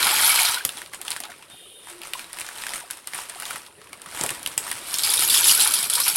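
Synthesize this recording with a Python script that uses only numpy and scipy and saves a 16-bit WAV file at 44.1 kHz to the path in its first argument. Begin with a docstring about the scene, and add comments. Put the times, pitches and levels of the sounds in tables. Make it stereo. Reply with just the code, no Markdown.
"""Pasta poured into a simmering pot

Dry pasta tubes clatter and splash into a steel pot in two pours, their contacts made of short noise
bursts and rings. Between the pours a plastic packet rustles, flexes and snaps: filtered noise and ticks.
Underneath, noise and rising sine bubbles make the simmer, with a faint steel ring and a brief low hum.
A small kitchen answers all but the simmer's rumble and fizz, and a phone picks it up from close by.
"""
import sys
import numpy as np
from scipy import signal
from scipy.fft import rfft, irfft, next_fast_len
from scipy.io import wavfile
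from scipy.ndimage import uniform_filter1d, map_coordinates

SR = 44100
rng = np.random.default_rng(int(sys.argv[2]) if len(sys.argv) > 2 else 0)


def wav_out(sig):
    """Save sig, one row per channel (or a flat mono array), as 16-bit PCM at SR to the path in sys.argv[1]."""
    wavfile.write(sys.argv[1], SR, np.round(np.clip(np.atleast_2d(sig).T, -1, 1) * 32767).astype(np.int16))


N = 271656

# All levels in the tables are relative: the layers that use them set the final balance.

# Rumble of the boil. Each row: time in seconds, level in dB.
SIMMER_LEVEL = [(0, -42), (.4, -58), (.55, -56), (1.8, -59), (3.1, -62), (4.05, -55.5), (4.25, -51),
                (4.95, -54.5), (5.2, -45), (6.16, -53)]
# Tone of the boil's rumble. Each row: frequency in Hz, level in dB.
RUMBLE_COLOUR = [(20, -48), (40, -17), (70, 4), (130, 1), (240, -1), (340, 3.5), (600, 2), (1500, -31),
                 (5000, -42)]
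# Tone of the fine fizz at the wall. Each row: frequency in Hz, level in dB.
FIZZ_COLOUR = [(200, -12), (350, 19.5), (600, -1), (1500, -1), (2800, -22), (4500, -26), (6500, -24),
               (8000, 2), (9500, 16.5), (11500, 9), (13000, -13), (16000, -35)]
# Surges of small bubbles bursting. Each row: time in seconds, level in dB.
BUBBLE_SURGES = [(.65, -63), (1.25, -46.5), (1.4, -56.5), (2.0, -74), (2.15, -59), (2.8, -46.5), (3.0, -76),
                 (3.15, -53.5), (3.55, -46), (3.7, -59.5), (4.05, -54.5), (4.2, -44), (4.9, -64)]
# Tone of cracking foam films. Each row: frequency in Hz, level in dB.
FOAM_COLOUR = [(500, -13), (1300, -4), (2500, 3), (4500, -6.5), (6500, -7), (9000, -14), (14000, -16.5)]
FOAM_DB, FOAM_GROWS = -58.5, 0.55  # level at the top of a surge; exponent by which foam follows it

# The brief, wavering low hum
HUM_S, HUM_LENGTH_S, HUM_DB = 1.88, 0.16, -49.5
HUM_HZ, HUM_SAG_HZ_PER_S, HUM_WAVER_HZ = 361, 120, 11

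# Modes of the singing steel. Each row: frequency in Hz, width in Hz, level in dB.
RIM_MODES = [(2510, 45, -6), (2840, 26, 2), (3100, 26, 0), (3200, 28, 2), (3390, 26, 1), (3650, 16, 11),
             (4050, 29, -11)]
RING_S, RING_HOLD_S, RING_ATTACK_S = 1.494, 0.45, 0.04  # start, whole length, fade at either end
RING_DB, RING_DB_PER_S = -48, 24  # level at the start and how fast it sinks
WASH_HZ, WASH_WIDTH_HZ, WASH_DB = 3080, 470, -52  # soft noise band around the modes
SIZZLE_DB = -53  # thin hiss alongside the ring

# Decay of the kitchen's echo. Each row: frequency in Hz, t60 in seconds.
KITCHEN_T60 = [(200, 0.12), (2000, 0.07), (12000, 0.18)]

# Large bubbles, and two short clear rings near 2.2 kHz. Each row: start in seconds, pitch in Hz,
# level in dB, life in seconds, share by which the pitch climbs in one life.
CLEAR_TONES = [(0.055, 1377, -18, 0.075, 0.022), (.30, 2247, -11.5, 0.047, 0.073),
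               (.385, 2200, -11.5, 0.053, 0.02), (0.572, 1470, -14, 0.021, .03),
               (0.607, 1580, -20, 0.018, .15), (2.153, 1016, -21, 0.025, .06),
               (3.507, 1400, -25, 0.018, .05), (5.578, 1470, -21, 0.054, 0.066),
               (5.66, 876, -25, 0.052, 0.097), (5.708, 1350, -23, 0.026, 0.072),
               (5.738, 1280, -21, 0.019, .06), (5.783, 1095, -26, 0.029, .05),
               (5.972, 966, -21, 0.058, .09), (5.996, 1090, -22.5, .045, .6)]
TONE_ATTACK = 0.12  # time constant of a tone's swell, as a share of its life

# Bunches slapping the water. Each row: start in seconds, peak level in dB.
WATER_SLAPS = [(0.0661, -7), (0.109, -12.5), (5.344, -15), (5.457, -13.5), (5.657, -11.5), (6.061, -12.5)]

# Dull knocks of pasta shifting in the packet. Each row: start in seconds, peak level in dB.
PACKET_KNOCKS = [(0.651, -29), (3.539, -34.5), (4.209, -22), (4.237, -18.5), (4.308, -27), (4.799, -40)]
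# Tone of those knocks. Each row: frequency in Hz, level in dB.
THUD_COLOUR = [(25, -24), (60, -12), (110, 1), (260, 0.5), (500, -0.5), (1000, -2.5), (3000, -36)]

# Rustles as the packet is gripped and turned. Each row: crest in seconds, level in dB,
# swell in seconds, fade in seconds.
PACKET_RUSTLES = [(.79, -38.5, 0.45, 0.093), (.945, -34.5, 0.021, 0.024), (1.11, -36.5, 0.099, 0.13),
                  (1.3, -49, 0.09, 0.37), (1.51, -44, 0.013, 0.028), (1.9, -41.5, 0.084, 0.12),
                  (2.04, -39.5, 0.049, 0.17), (2.19, -35.5, 0.068, 0.09), (2.41, -40, 0.21, 0.44),
                  (2.62, -39, 0.24, 0.084), (2.76, -34.5, 0.37, 0.088), (2.93, -42.5, 0.056, 0.11),
                  (3.172, -32, 0.078, 0.13), (3.53, -34, 0.26, 0.098), (3.85, -53.5, 0.28, 0.51),
                  (4.19, -32, 0.11, 0.3), (4.349, -36.5, 0.14, 0.064), (4.52, -32.5, 0.02, 0.024),
                  (4.66, -34, 0.095, 0.53), (4.88, -41, 0.67, 0.27)]
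RUSTLE_DROP_DB = 14.5  # below the crest after one swell or fade time
# Tone of the crinkling plastic. Each row: frequency in Hz, level in dB.
CRINKLE_COLOUR = [(1500, -12), (3500, -8), (5000, 4.5), (6500, -0.5), (9000, 9), (11000, 4), (13000, -0.5),
                  (16000, -48)]
# Tone of the flexing sheet. Each row: frequency in Hz, level in dB.
FLEX_COLOUR = [(120, -12.5), (400, -6.5), (900, 1.5), (1500, 1.5), (2100, 1.5), (2900, 1), (4500, -1),
               (8000, -20)]
FLEX_DB, FLEX_GROWS = -10.5, 0.82  # the soft rush grows more slowly than the crinkling

# The loudest creases. Each row: time in seconds, peak level in dB, left-right difference in dB,
# ring in Hz.
LOUD_SNAPS = [(0.65, -2.5, 1, 11900), (0.691, -13.5, -1.5, 3260), (0.783, -24.5, -5, 9560),
              (0.817, -22.5, -7, 1830), (0.86, -29, -4, 3470), (0.934, -21, -7, 1640),
              (1.014, -18.5, -3, 8600), (1.0495, -23, -3, 8470), (1.062, -30, -5, 3410),
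              (1.08, -13.5, 2, 3400), (1.104, -13, -4, 8850), (1.112, -16.5, 1, 3120),
              (1.116, -14, -3, 4070), (1.128, -22, -2, 2600), (1.163, -15.5, 0, 1650),
              (1.168, -22, 1.5, 9210), (1.202, -16.5, -2, 8700), (1.236, -19.5, 10, 3620),
              (1.252, -22.5, 2, 1500), (1.301, -28, 4, 1400), (1.317, -34, 12, 2170),
              (1.424, -32, -2, 2980), (1.898, -26.5, -6, 8900), (2.016, -23, -5, 2780),
              (2.033, -23, 2, 2440), (2.134, -12, -1, 2950), (2.193, -21, -4, 2430),
              (2.33, -20.5, -4, 8900), (2.371, -29, 0, 1710), (2.386, -18, -4, 2660), (2.398, -20, 0, 9000),
              (2.408, -19, 0, 8900), (2.413, -19, 0, 2500), (2.464, -24, 0, 5550), (2.488, -21, -2, 1680),
              (2.583, -24, -2, 4180), (2.666, -15, -4, 1780), (2.683, -22, 0, 1740),
              (2.735, -15.5, 3, 2000), (2.801, -25, -1, 9500), (2.9016, -23, 6, 1510),
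              (2.9087, -13, -1, 10000), (2.971, -27, 2, 9490), (3.072, -14, 0, 9400), (3.134, -20, 4, 2190),
              (3.1455, -18, 1, 9620), (3.15, -23, -2, 2220), (3.178, -20.5, 3, 10000),
              (3.296, -18, 4, 9150), (3.399, -18, 0, 9600), (3.422, -22, -6, 1490), (3.453, -16.5, 0, 3930),
              (3.508, -17, 2, 1430), (3.558, -20, 1, 1350), (3.664, -31, -4, 3600), (3.815, -34, 6, 1260),
              (3.93, -23, 1.5, 2460), (4.017, -26, 1, 9000), (4.06, -25, 7, 1290), (4.088, -34, 2, 2000),
              (4.149, -22.5, 0, 1310), (4.1957, -24, 11, 1600), (4.211, -10, 2, 7750),
              (4.236, -8.5, 2, 9800), (4.262, -13, -3, 9650), (4.291, -11, 4, 2680),
              (4.304, -11.5, -3, 8850), (4.429, -19.5, 0, 10600), (4.461, -9.5, -2, 3000),
              (4.473, -12, 6, 10000), (4.577, -3.5, -4, 8100), (4.7135, -14, -1, 9600),
              (4.714, -11, -1, 1770)]
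# Tone of a crease's tick. Each row: frequency in Hz, level in dB.
SNAP_COLOUR = [(500, -8), (2000, 3), (4000, 4), (6500, 1), (9000, 8), (11500, 5), (13500, -28),
               (16000, 5.5)]
SNAP_DB, SHEET_DB, SHEET_GROWS = 3, -21.5, 0.5  # tick gain; sheet gain; sheet dB per dB of snap
# Weaker creases: how often, least level over the rustle, range above that
SMALL_SNAPS_PER_S, SMALL_SNAP_DB, SMALL_SPREAD_DB = 26, 3.5, 9.5

# Single tubes striking hard. Each row: time in seconds, peak level in dB, ring in Hz,
# t60 of the strike in seconds.
HARD_CLACKS = [(0.0276, -3, 4000, 0.018), (0.0422, -10, 3290, 0.01), (0.0677, -5.5, 3400, 0.02),
               (0.1084, -6.5, 3360, .02), (0.1401, -8, 10900, 0.022), (0.169, -8, 4010, 0.024),
               (0.2114, -9, 10500, 0.025), (0.264, -9, 4270, .015), (0.292, -5.5, 2260, 0.023),
               (0.356, -6, 4160, 0.035), (0.4317, -3, 11100, .012), (0.448, -8.5, 2350, 0.04),
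               (0.4858, -8, 3480, .01), (0.543, -6.5, 3870, 0.015), (0.582, -16, 1450, 0.018),
               (4.9407, -4.5, 5900, 0.011), (4.9843, -4.5, 7400, 0.016), (4.9916, -11, 3780, 0.022),
               (5.0223, -12, 11500, .012), (5.0335, -4.5, 4320, 0.034), (5.047, -8.5, 4600, 0.027),
               (5.103, -6, 10800, .014), (5.1375, -2, 10900, 0.017), (5.17, -2, 10300, 0.011),
               (5.217, -12, 11500, 0.017), (5.234, -4, 11000, 0.023), (5.275, -7, 11900, 0.013),
               (5.297, -3.5, 9970, 0.036), (5.342, -3.5, 3300, 0.036), (5.4307, -5, 3360, 0.026),
               (5.5004, -8, 9550, .03), (5.5487, -2.5, 10700, 0.029), (5.574, -12, 9900, 0.011),
               (5.601, -3, 10800, .04), (5.6254, -17, 11000, 0.018), (5.647, -5, 9530, 0.016),
               (5.673, -1.5, 10500, 0.025), (5.709, -6, 10600, .012), (5.7193, -6, 10900, 0.019),
               (5.737, -1, 10300, 0.051), (5.787, -10, 5440, 0.011), (5.8272, -10, 10300, 0.027),
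               (5.8982, -6, 9150, .03), (5.9352, -6, 9300, 0.022), (5.953, -2, 8550, 0.025),
               (6, -5, 11600, .025), (6.033, -16, 11200, .015), (6.079, -2.5, 11500, 0.035)]
# Tone of dry pasta. Each row: frequency in Hz, level in dB.
PASTA_COLOUR = [(1060, -46), (1800, -9), (2060, -13.5), (2240, -9), (2720, -3.5), (3380, 0), (4920, -0.5),
                (6360, -7), (8360, -0.5), (10700, 1.5), (11900, -3.5), (13700, -16), (16000, -18)]

# The first pour. Each row: time in seconds, clatter level in dB, splash level in dB.
FIRST_POUR = [(0.0, -20, -24.5), (0.018, -25, -27), (0.028, -20, -26.5), (0.064, -22.5, -26.5),
              (0.26, -17, -26.5), (0.378, -17.5, -24.5), (0.445, -19.5, -27), (0.535, -27.5, -30.5),
              (0.586, -42.5, -37.5), (0.608, -56, -45), (0.64, -56, -48)]
# The second pour. Each row: time in seconds, clatter level in dB, splash level in dB.
SECOND_POUR = [(4.88, -34.5, -50), (4.93, -29.5, -39.5), (5.015, -27, -40.5), (5.058, -21, -34.5),
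               (5.15, -20, -33.5), (5.164, -20.5, -38), (5.225, -16.5, -30.5), (5.262, -24.5, -38.5),
               (5.338, -13.5, -33.5), (5.415, -19.5, -32.5), (5.465, -13, -35.5), (5.52, -13.5, -31),
               (5.562, -22, -35.5), (5.615, -13.5, -30), (5.69, -24.5, -35.5), (5.84, -23, -36),
               (5.888, -34, -42.5), (5.9, -25, -37), (5.94, -22.5, -40.5), (5.99, -26.5, -31.5),
               (6.016, -18, -36), (6.028, -25, -44), (6.08, -20, -31), (6.144, -31.5, -44),
               (6.16, -12, -29)]
CLATTER_DB, SPLASH_DB = -3, 2  # trims on both pours
# Tone of the splashing. Each row: frequency in Hz, level in dB.
SPLASH_COLOUR = [(30, -30), (80, -13.5), (250, -19), (450, -14), (660, -7), (880, 0.5), (1130, -1),
                 (1450, 3.5), (1900, -1.5), (2300, 0), (4000, -3.5), (6000, -12.5), (12000, -30)]
# Wall and hollow of the pot. Each row: frequency in Hz, width in Hz, level in dB.
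POT_MODES = [(975, 84, -3), (1500, 81, -12), (2300, 200, 13.5), (2940, 85, -22), (3110, 300, 13),
             (4020, 200, 11.5)]

# Tone of the phone's two ports. Each row: frequency in Hz, left-right difference in dB.
PORT_BALANCE = [(200, 1.5), (800, 3), (1400, 1.5), (4000, -0.5), (7000, 1), (9200, 3.5), (11000, -2),
                (12700, -8.5), (16000, -1.5)]
# Stereo width at the phone. Each row: frequency in Hz, side gain in dB.
SIDE_GAIN = [(40, 6), (130, 9.5), (300, 6), (650, 4), (1000, 1.5), (1400, -1), (3000, -0.5), (7000, 0)]
TOP_HZ = 15900  # upper limit of the phone, and of the random contact pitches


def amp(db):
    """Decibels to gain."""
    return 10 ** (np.asarray(db) / 20)


def unit(x):
    """A stereo pair scaled so that its middle has rms 1."""
    return x / np.sqrt(np.mean(x.mean(0) ** 2) + 1e-20)


def pan(db):
    """Left and right gains for a level difference."""
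    return amp(np.array([[db], [-db]]) / 2)


def along(points, hz):
    """Read a curve of (Hz, value) points on a log frequency axis."""
    f, v = np.transpose(points)
    return np.interp(np.log(hz + 1), np.log(f + 1), v)


def levels(rows):
    """A gain per sample for each dB column, fading out beyond the ends."""
    s, *columns = np.transpose(rows)
    t = np.arange(N) / SR
    fade = np.clip(1 + np.minimum(t - s[0], s[-1] - t) / 0.065, 0, 1)
    return [fade * amp(np.interp(t, s, column)) for column in columns]


def filtered(x, response):
    """Multiply the spectrum of x by a response of frequency."""
    n = x.shape[-1]
    m = next_fast_len(n + n // 8, True)
    return irfft(rfft(x, m) * response(np.fft.rfftfreq(m, 1 / SR)), m)[..., :n]


def coloured(x, spectrum, size=2048):
    """A causal minimum-phase filter with the given tone, so that attacks stay sharp."""
    gain = amp(along(spectrum, np.fft.rfftfreq(size, 1 / SR)))
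    cepstrum = irfft(np.log(gain))
    # fold the cepstrum onto positive time
    cepstrum[1:size // 2] *= 2
    cepstrum[size // 2 + 1:] = 0
    impulse = irfft(np.exp(rfft(cepstrum)))
    return signal.oaconvolve(x, impulse[None], axes=1)[:, :x.shape[1]]


def resonate(x, modes):
    """Ring x through resonances given as (Hz, width Hz, dB)."""
    def response(f):
        return sum(amp(db) * 1j * f * w / (c * c - f * f + 1j * f * w) for c, w, db in modes)
    return filtered(x, response)


def add(track, s, sound):
    """Mix a sound into a track at time s."""
    part = track[:, max(0, round(s * SR)):][:, :sound.shape[1]]
    part += sound[:, :part.shape[1]]


def hiss():
    """Unrelated white noise on both sides."""
    return unit(rng.standard_normal((2, N)))


def scatter(starts, grains):
    """Sum grains (side, grain, sample) at their start samples."""
    where = (starts[:, None] + np.arange(grains.shape[2])).ravel()
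    return unit(np.array([np.bincount(where, side.ravel(), N)[:N] for side in grains]))


def ticks(rate, spread_db, t60, ring, size=320):
    """Random contacts: each is a burst of reflections with a short ring at its own pitch."""
    count = int(rate * N / SR)
    when, strength, pitch, left, right = rng.random((count, 5)).T
    t = np.arange(size) / SR
    start_phase = np.array([left, right])[:, :, None]
    tone = np.sin(2 * np.pi * (pitch[:, None] * TOP_HZ * t + start_phase))
    burst = rng.standard_normal((2, count, size)) + ring * tone
    loudness = amp(spread_db * strength ** 2)[:, None]
    return scatter((when * N).astype(int), burst * loudness * amp(-60 * t / t60))


def bubbles(rate, centre_hz, cycles, rise, size=700):
    """Trapped air rings and climbs in pitch as it nears the surface, dying over a few cycles."""
    count = int(rate * N / SR)
    when, strength, left, right = rng.random((count, 4)).T
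    hz = centre_hz * np.exp(0.429 * rng.standard_normal((count, 1)))
    turns = hz * np.arange(size) / SR
    age = turns / cycles
    start_phase = np.array([left, right])[:, :, None]
    tone = np.sin(2 * np.pi * (turns * (1 + rise * np.minimum(age, 4)) + start_phase))
    envelope = np.exp(-age) * (1 - np.exp(-turns)) * amp(10 * strength)[:, None]
    return scatter((when * N).astype(int), tone * envelope)


def crack(t60, tail_db, tail_t60, spike):
    """One impact: a first spike, close reflections that build within a millisecond, a diffuse tail."""
    t = np.arange(SR // 8) / SR
    decay = amp(-60 * t / t60) + amp(tail_db - 60 * t / tail_t60)
    echoes = decay * (1 - np.exp(-t / 0.0007))
    return rng.standard_normal((2, len(t))) * (spike * np.exp(-t / 0.00028) + echoes)


def peaked(x, crest_db=9):
    """Scale an impact by the power of its loudest two milliseconds, so that it peaks near 1."""
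    power = uniform_filter1d(np.mean(x ** 2, 0), SR // 500)
    return x / np.sqrt(power.max() / 2) / amp(crest_db)


def simmer():
    """Water rumbles unevenly over the burner, and fine foam fizzes steadily at the wall."""
    rumble, = levels(SIMMER_LEVEL)
    boil = hiss() + amp(-17.5) * bubbles(rate=60, centre_hz=348.5, cycles=2.6, rise=0.036)
    fizz = ticks(rate=200, spread_db=14, t60=.006, ring=1.2) + amp(3) * hiss()
    return rumble * unit(coloured(boil, RUMBLE_COLOUR)) + amp(-59) * unit(coloured(fizz, FIZZ_COLOUR))


def kitchen(x):
    """Tiled walls answer after 5 ms with a short diffuse tail; its lower treble dies first."""
    noise = rng.standard_normal((2, SR // 3))
    hz, t, bands = signal.stft(noise, SR, nperseg=256)
    decay = amp(-60 * t / along(KITCHEN_T60, hz)[:, None])
    tail = signal.istft(bands * decay, SR, nperseg=256)[1]
    tail = np.pad(tail / np.linalg.norm(tail[0]), ((0, 0), (SR // 200, 0)))
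    return signal.fftconvolve(x, tail, axes=1)[:, :N]


def hum():
    """A faint low hum swells, sags in pitch, wavers and fades."""
    count = int(HUM_LENGTH_S * SR)
    t = np.arange(count) / SR
    waver = map_coordinates(rng.standard_normal(64), [t * 90], mode="wrap")
    hz = HUM_HZ - HUM_SAG_HZ_PER_S * t + HUM_WAVER_HZ * waver
    tone = np.sin(2 * np.pi * np.cumsum(hz) / SR)
    out = np.zeros((2, N))
    add(out, HUM_S, pan(1.5) * amp(HUM_DB) * signal.windows.tukey(count, .5) * tone)
    return out


def noise_band(hz, width):
    """Hiss narrowed by two equal resonances in a row."""
    mode = [(hz, width, 0)]
    return unit(resonate(resonate(hiss(), mode), mode))


def rim():
    """The steel sings faintly and unevenly in a soft wash, sinking under a thin hiss until it stops."""
    t = np.arange(N) / SR - RING_S
    gate = np.clip(np.minimum(t, RING_HOLD_S - t) / RING_ATTACK_S, 0, 1)
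    ring = amp(RING_DB) * unit(resonate(hiss(), RIM_MODES))
    wash = amp(WASH_DB) * noise_band(WASH_HZ, WASH_WIDTH_HZ)
    sinking = amp(-RING_DB_PER_S * np.abs(t))
    return gate * (sinking * (ring + wash) + amp(SIZZLE_DB) * noise_band(9700, 2300))


def blips():
    """Small round bubbles burst all over the simmering surface, and foam films crack between them."""
    surge, = levels(BUBBLE_SURGES)
    films = ticks(rate=110, spread_db=16, t60=.006, ring=1.5)
    foam_gain = amp(FOAM_DB) * (surge / surge.max()) ** FOAM_GROWS
    crackle = foam_gain * unit(coloured(films, FOAM_COLOUR))
    return surge * bubbles(rate=170, centre_hz=1450, cycles=4, rise=0.025) + crackle


def clear_tones():
    """Clear tones swell out of the splashing: decaying sines that glide upwards ever faster."""
    out = np.zeros((2, N))
    t = np.arange(SR // 6) / SR
    for s, hz, db, life, rise in CLEAR_TONES:
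        age = t / life
        glide = hz * (1 + rise * np.minimum(age, 2) ** 2)
        tone = np.sin(2 * np.pi * np.cumsum(glide) / SR)
        swell = 1 - np.exp(-age / TONE_ATTACK)
        add(out, s, pan(-8) * amp(db + 2 - 49 * age) * swell * tone)
    return out


def slaps():
    """A bunch of tubes hits open water and sounds the hollow of the pot."""
    out = np.zeros((2, N))
    for s, db in WATER_SLAPS:
        hit = coloured(crack(t60=.07, tail_db=-24, tail_t60=.12, spike=.3), SPLASH_COLOUR)
        add(out, s, amp(db - 4) * peaked(resonate(hit, [(1070, 1400, 0)])))
    return pan(-4) * out


def knocks():
    """The load shifts in the packet with a dull thud."""
    out = np.zeros((2, N))
    for s, db in PACKET_KNOCKS:
        push = crack(t60=.08, tail_db=-24, tail_t60=.25, spike=1)
        add(out, s, amp(db + 1.5) * peaked(coloured(push, THUD_COLOUR)))
    return out


def rustle():
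    """Gain of the packet's rustle: each grip swells and fades, and their powers add."""
    t = np.arange(N) / SR
    power = np.zeros(N)
    for s, db, swell, fade in PACKET_RUSTLES:
        distance = np.maximum((s - t) / swell, (t - s) / fade)
        power += amp(db - RUSTLE_DROP_DB * distance) ** 2
    return np.sqrt(power)


def packet():
    """The plastic flexes with a soft rush and crinkles in many small buckles."""
    crinkle = rustle()
    flex = amp(FLEX_DB) * crinkle ** FLEX_GROWS
    buckles = unit(ticks(rate=330, spread_db=19, t60=.012, ring=.8) + amp(-3.5) * hiss())
    sheet = unit(buckles + amp(-2.5) * hiss())
    bright = amp(-4) * crinkle * unit(coloured(buckles, CRINKLE_COLOUR))
    soft = flex * unit(coloured(sheet, FLEX_COLOUR))
    return pan(1) * (bright + soft)


def tick(hz):
    """A crease flips with a bright tick and a ring pitched by its size; large, low ones ring more."""
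    flip = crack(t60=.012, tail_db=-34, tail_t60=.1, spike=1.4)
    ring_db = -3 - 0.8 * np.log2(hz / 9000)
    ring = unit(resonate(flip, [(hz, hz / 5, 0)]))
    return peaked(unit(coloured(flip, SNAP_COLOUR)) + amp(ring_db) * ring)


def snaps():
    """Loud creases also move the whole sheet; weaker ones come at random and follow the rustle."""
    out, strength = np.zeros((2, N)), rustle()
    for s, db, side_db, hz in LOUD_SNAPS:
        body = peaked(coloured(crack(t60=0.059, tail_db=-3, tail_t60=0.086, spike=0.29), FLEX_COLOUR))
        snap = amp(db + SNAP_DB) * tick(hz) + amp(SHEET_DB + SHEET_GROWS * db) * body
        add(out, s + .0008, pan(side_db) * snap)  # starts 0.8 ms after the listed time
    for when, force, size, side in rng.random((int(SMALL_SNAPS_PER_S * N / SR), 4)):
        gain = strength[int(when * N)] * amp(SMALL_SNAP_DB + SMALL_SPREAD_DB * force)
        add(out, when * N / SR, pan(4 * (2 * side - 1)) * gain * tick(1200 * 8 ** size))
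    return out


def clacks():
    """Single tubes hit harder than the rest, each with its own short ring."""
    out = np.zeros((2, N))
    for s, db, hz, t60 in HARD_CLACKS:
        hit = coloured(crack(t60=t60, tail_db=-26, tail_t60=.08, spike=.8), PASTA_COLOUR)
        tube = resonate(hit, [(hz, hz / 9, 0)])
        clack = peaked(unit(hit) + amp(-3) * unit(tube))
        add(out, s + .0008, amp(db - 3.5) * clack)  # starts 0.8 ms after the listed time
    return pan(-7) * out


def pour():
    """The stream of tubes clatters on the heap and splashes; the pot rings along."""
    clatter, splash = np.add(levels(FIRST_POUR), levels(SECOND_POUR))
    # many glancing contacts, fewer head-on hits that also slap the water, and some tubes that ring
    glancing = ticks(rate=750, spread_db=13, t60=.009, ring=1.3)
    head_on = ticks(rate=320, spread_db=6, t60=.014, ring=.5)
    ringing = ticks(rate=160, spread_db=5, t60=.016, ring=3.5)
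    contacts = glancing + amp(-3) * head_on + amp(-3) * ringing + amp(-16) * hiss()
    trapped_air = bubbles(rate=380, centre_hz=1600, cycles=8.9, rise=0.047)
    water = unit(head_on + amp(-3.5) * hiss() + amp(-11) * trapped_air)
    pot = unit(resonate(water, POT_MODES))
    wet = amp(-2) * unit(coloured(water, SPLASH_COLOUR)) + amp(-7) * pot
    dry_tubes = pan(-2.9) * amp(CLATTER_DB) * clatter * unit(coloured(contacts, PASTA_COLOUR))
    return dry_tubes + pan(-4) * amp(SPLASH_DB) * splash * wet


def scene():
    """The stove with its echo, the snapping packet closer and drier, rumble and fizz without echo."""
    pot = blips() + rim() + clear_tones() + slaps()
    stove = hum() + pot + knocks() + packet() + clacks() + pour()
    close = snaps()
    echo = amp(-4.5) * kitchen(stove + amp(-4.5) * close)
    return simmer() + echo + stove + close


def record(dry):
    """The phone widens the bass, colours its two ports differently, clips peaks and cuts the top."""
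    mid = dry.mean(0)
    side = filtered(dry[0] - mid, lambda hz: amp(along(SIDE_GAIN, hz)))
    ports = lambda hz: amp(np.outer([1, -1], along(PORT_BALANCE, hz)) / 2)
    pair = np.clip(filtered(np.array([mid + side, mid - side]), ports), -1, 1)
    return filtered(pair, lambda hz: hz < TOP_HZ)


dry = scene()
out = record(dry)
wav_out(out)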